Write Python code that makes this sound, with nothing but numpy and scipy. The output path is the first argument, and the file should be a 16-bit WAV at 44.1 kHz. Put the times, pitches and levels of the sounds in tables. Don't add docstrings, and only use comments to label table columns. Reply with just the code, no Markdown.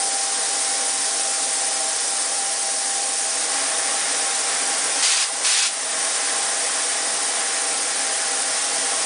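import sys
import numpy as np
from scipy import signal
from scipy.fft import rfft, irfft, next_fast_len
from scipy.io import wavfile
from scipy.ndimage import uniform_filter1d, minimum_filter1d

SR = 44100
rng = np.random.default_rng(int(sys.argv[2]) if len(sys.argv) > 2 else 0)


def inscribe(sig):
    pcm = np.round(np.clip(np.atleast_2d(sig).T, -1, 1) * 32767)
    wavfile.write(sys.argv[1], SR, pcm.astype(np.int16))


def gain_from_db(level_db):
    decades = np.asarray(level_db, float) / 20
    return 10 ** decades


N = 399105
BLOCK = 40


def rms_one(x):
    return x / np.sqrt(np.mean(x ** 2) + 1e-20)


def in_time(rows):
    return np.interp(np.arange(N) / SR, *np.transpose(rows))


def rise(start_s, length_s):
    return np.clip((np.arange(N) / SR - start_s) / length_s, 0, 1)


def drift(rate_hz):
    pole = np.exp(-2 * np.pi * rate_hz * BLOCK / SR)
    settle = 2000
    noise = rng.standard_normal(N // BLOCK + 1 + settle)
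    return rms_one(signal.lfilter([1], [1, -2 * pole, pole * pole], noise)[settle:])


def smooth_drift(rate_hz):
    return np.interp(np.arange(N) / BLOCK, np.arange(N // BLOCK + 1), drift(rate_hz))


def turbulence(spectrum, shared_db, own_db, rate):
    hz_points, db_points = np.transpose(spectrum)
    octaves = np.log2(hz_points[-1] / hz_points[0])
    edges = hz_points[0] * 2 ** np.arange(0, octaves + .2, 1 / 4)
    white = rng.standard_normal((2, N))
    gust = shared_db * drift(rate)
    out = 0
    for k, (low, high) in enumerate(zip(edges, edges[1:])):
        sos = signal.butter(2, [low, high], "band", fs=SR, output="sos")
        band = signal.sosfilt(sos, white[k % 2])
        level_db = np.interp(np.log(low * high) / 2, np.log(hz_points), db_points)
        gain = gain_from_db(level_db + gust + own_db * drift(rate))
        out = out + np.repeat(gain, BLOCK)[:N] * band
    return rms_one(out)


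def basement(x):
    # f/Hz, width/Hz, lift/dB
    room_peaks = [(144, 13, 4.5), (280, 48, 5), (736, 25, -4.5), (497, 120, 6), (656, 66, 10.5),
                  (798, 98, 7.5), (1089, 30, 4.5), (1742, 51, -1), (1910, 110, 0), (2560, 29, 5.5),
                  (4800, 240, 2.5), (620, 15, -4)]
    t60_s, echo_db, stances = .2, -5.5, 9
    size = next_fast_len(N + SR // 2)
    hz = np.fft.rfftfreq(size, 1 / SR)
    lift_db = sum(db / (1 + (2 * (hz - centre) / width) ** 2) for centre, width, db in room_peaks)
    lifted = rfft(x, size) * gain_from_db(lift_db)
    share = hz / np.hypot(hz, 2500)
    t = np.arange(SR // 2) / SR
    after_direct = t > .003
    echoes = rng.standard_normal((stances, len(t))) * gain_from_db(-60 * t / t60_s) * after_direct
    echoes *= gain_from_db(echo_db) / np.linalg.norm(echoes, axis=1, keepdims=True)
    place = np.linspace(0, stances - 1, N) - np.arange(stances)[:, None]
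    blend = np.cos(np.pi / 2 * np.clip(place, -1, 1))
    still = irfft(lifted * (1 + (1 - share) * rfft(echoes[0], size)), size)[:N]
    moving = irfft(lifted * share * rfft(echoes, size), size)[:, :N]
    wet = still + np.sum(blend * moving, axis=0)
    return wet * np.std(x) / np.std(wet)


def fan():
    # f/Hz, level/dB
    motor_lines = [(75, -74.5), (178, -71.5)]
    note_hz, blade_hz, waver_hz, blade_db = 788.3, 25, .35, -13
    t = np.arange(N) / SR
    note_db = -30.5 - 5.5 * (1 - np.exp(-t / 1.8)) - 0.26 * t
    flicker_db = 1.5 * smooth_drift(7)
    turn = 2 * np.pi / SR
    phase = turn * np.cumsum(note_hz + waver_hz * smooth_drift(0.28))
    side_gain = gain_from_db(blade_db + 2.5 * smooth_drift(1.1))
    side = side_gain * np.sin(phase + 2 * np.pi * blade_hz * t)
    tones = np.sqrt(2) * gain_from_db(note_db + flicker_db) * (np.sin(phase) + side)
    for hz, db in motor_lines:
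        tones += np.sqrt(2) * gain_from_db(db + 4.1 * smooth_drift(1.5)) * np.sin(2 * np.pi * hz * t)
    return tones


def rumble(rumble_db):
    # f/Hz, level/dB per Hz
    air_spectrum = [(12, -34), (60, -24.5), (100, -29.5), (140, -22), (180, -18.5), (225, -16), (300, -9),
                    (390, -10.5), (500, -7), (700, -7), (900, -6.5), (1500, -23)]
    return gain_from_db(rumble_db + 3.5) * turbulence(air_spectrum, shared_db=0.73, own_db=0.14, rate=9.4)


def torch(roar_db, hiss_db):
    # f/Hz, level/dB per Hz
    roar_spectrum = [(300, -28.5), (700, -13.5), (1100, -3), (1900, 0), (2600, -6), (3600, -4.5),
                     (5000, -21), (9000, -9.5)]
    # f/Hz, level/dB per Hz
    hiss_spectrum = [(1500, -47.5), (2500, -12.5), (3600, -5.5), (5000, -0.5), (5800, 4), (6700, 1),
                     (7700, 1.5), (8800, 5), (10000, 8.5), (12500, -6.5)]
    roar = gain_from_db(roar_db + 6.5) * turbulence(roar_spectrum, shared_db=-0.35, own_db=.5, rate=5.0)
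    hiss = gain_from_db(hiss_db + 9.0) * turbulence(hiss_spectrum, shared_db=0.17, own_db=0.6, rate=32.0)
    return roar + hiss


def blast():
    # f/Hz, level/dB per Hz
    jet_spectrum = [(500, -28), (800, -18.5), (1200, -5.5), (2000, -3), (4000, -1), (6000, -1),
                    (9000, -2.5), (10500, -0.5)]
    # opens t/s, shuts t/s, jet level/dB, leak level/dB
    presses = [
        (5.022, 5.232, -20, -29),
        (5.438, 5.669, -20.5, -48.5),
    ]
    slack_s, open_s, swell_db_s, shut_db_s = .08, .011, 4, 480
    noise = turbulence(jet_spectrum, shared_db=0.7, own_db=-0.1, rate=29.0)
    gain, opened = np.zeros(N), np.zeros(N)
    t = np.arange(N) / SR
    for opens, shuts, jet_db, leak_db in presses:
        valve = rise(opens, open_s)
        swell_db = swell_db_s * (np.clip(t, opens, shuts) - opens)
        fall_db = shut_db_s * np.maximum(t - shuts, 0) - swell_db
        leak = rise(opens - slack_s, slack_s) * gain_from_db(leak_db)
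        gain += valve * gain_from_db(jet_db - fall_db) + (1 - valve) * leak
        opened += valve * gain_from_db(-fall_db / 4)
    return gain_from_db(8.5) * gain * noise, opened


def scene():
    # t/s, level/dB about the mean
    slow_level = [(0, -0.9), (.6, 1.3), (1.7, 1), (2.6, -0.7), (3.3, -0.6), (4.1, 0.2), (4.9, 0.5), (6.4, -0.3),
                  (7.4, -1.1), (8.3, -1.4), (8.9, 0.3), (9.05, 0.3)]
    slow_level_db = in_time(slow_level)
    oxygen = rise(3.15, 0.48)
    jet, opened = blast()
    quench_db = -2.5 * opened
    air = rumble(-43 + slow_level_db + 3 * oxygen + quench_db)
    flame = torch(roar_db=-36.5 + 1.06 * slow_level_db + 4 * oxygen, hiss_db=-28.5 + slow_level_db + 0.5 * oxygen)
    mono = basement(flame + jet + air) + fan()
    return np.array([mono, mono])


def band_of(x, low_hz, high_hz):
    size = next_fast_len(x.shape[-1])
    hz = np.fft.rfftfreq(size, 1 / SR)
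    return irfft(rfft(x, size) * ((hz > low_hz) & (hz < high_hz)), size)[..., :x.shape[-1]]


def mute(x, bands, excess_db, left_db, size):
    hz, s, frames = signal.stft(x, SR, nperseg=size)
    excess = np.interp(s, np.arange(N) / SR, excess_db)
    for low_hz, high_hz, chance, per_db in bands:
        cut = rng.random(len(s)) < chance + per_db * excess
        frames[(hz >= low_hz) & (hz < high_hz)] *= gain_from_db(left_db * cut)
    return signal.istft(frames, SR, nperseg=size)[1][:N]


def camera_channels(mono, excess_db):
    # low f/Hz, high f/Hz, chance at rest, extra chance per dB of overload
    gappy = [(0, 50, .52, .12), (50, 92, .27, .1), (92, 140, .58, .12), (140, 165, .05, .16),
             (190, 250, .02, .25)]
    # t/s, centre f/Hz, level/dB
    splits = [(.4, 4660, -38), (1.75, 5320, -36), (3.93, 7570, -34), (3.98, 6880, -34), (4.35, 6270, -35),
              (4.35, 8920, -30.5), (4.63, 4700, -37), (5.53, 5690, -31), (5.53, 8590, -26),
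              (7.3, 8220, -29), (8.3, 5120, -36)]
    # f/Hz, level/dB
    roll_off = [(9900, 0), (10000, -4), (10080, -12), (10130, -20), (10180, -45), (10240, -90)]
    low, top, step, per_db = 4900, 10200, 600, .01
    holes = [(hz, hz + step, .03, per_db) for hz in range(low, top - step, step)]
    holes.append((top - step, top, .07, per_db))
    mono = mute(mono, gappy, excess_db, left_db=-60, size=4096)
    mono = mute(mono, holes, excess_db, left_db=-18, size=768)
    side = np.zeros(N)
    frame = np.sin(np.pi * np.arange(2048) / 2048) ** 2
    for s, hz, db in splits:
        at = round(s * SR) - 1024
        noise = band_of(rng.standard_normal(2048), hz / 1.1, hz * 1.1)
        side[at:at + 2048] += gain_from_db(db) * frame * rms_one(noise)
    size = next_fast_len(N)
    edge = gain_from_db(np.interp(np.fft.rfftfreq(size, 1 / SR), *np.transpose(roll_off)))
    return irfft(rfft([mono + side, mono - side], size) * edge, size)[:, :N]


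def low_pass(x):
    return signal.sosfilt(signal.butter(12, 11300, fs=SR, output="sos"), x)


def record(dry):
    duck_from_db, slope, attack_s, hold_s, back_db_s = -22.5, 0.58, 0.037, 0.05, 15
    level_db = 10 * np.log10(uniform_filter1d(dry[0] ** 2, size=1024) + 1e-12)
    excess_db = np.maximum(level_db - np.median(level_db) - 4.5, 0)
    hold = 2 * round(hold_s * SR / 2) + 1
    held = -minimum_filter1d(-level_db, hold, origin=hold // 2)
    ramp = back_db_s * np.arange(N) / SR
    peak = np.maximum.accumulate(slope * (held - duck_from_db) + ramp)
    over = np.maximum(peak - ramp, 0)
    pole = np.exp(-1 / (attack_s * SR))
    duck_db = signal.lfilter([1 - pole], [1, -pole], over)
    mix = camera_channels(dry[0] * gain_from_db(-duck_db), excess_db)
    return low_pass(mix)


dry = scene()
out = record(dry)
inscribe(out)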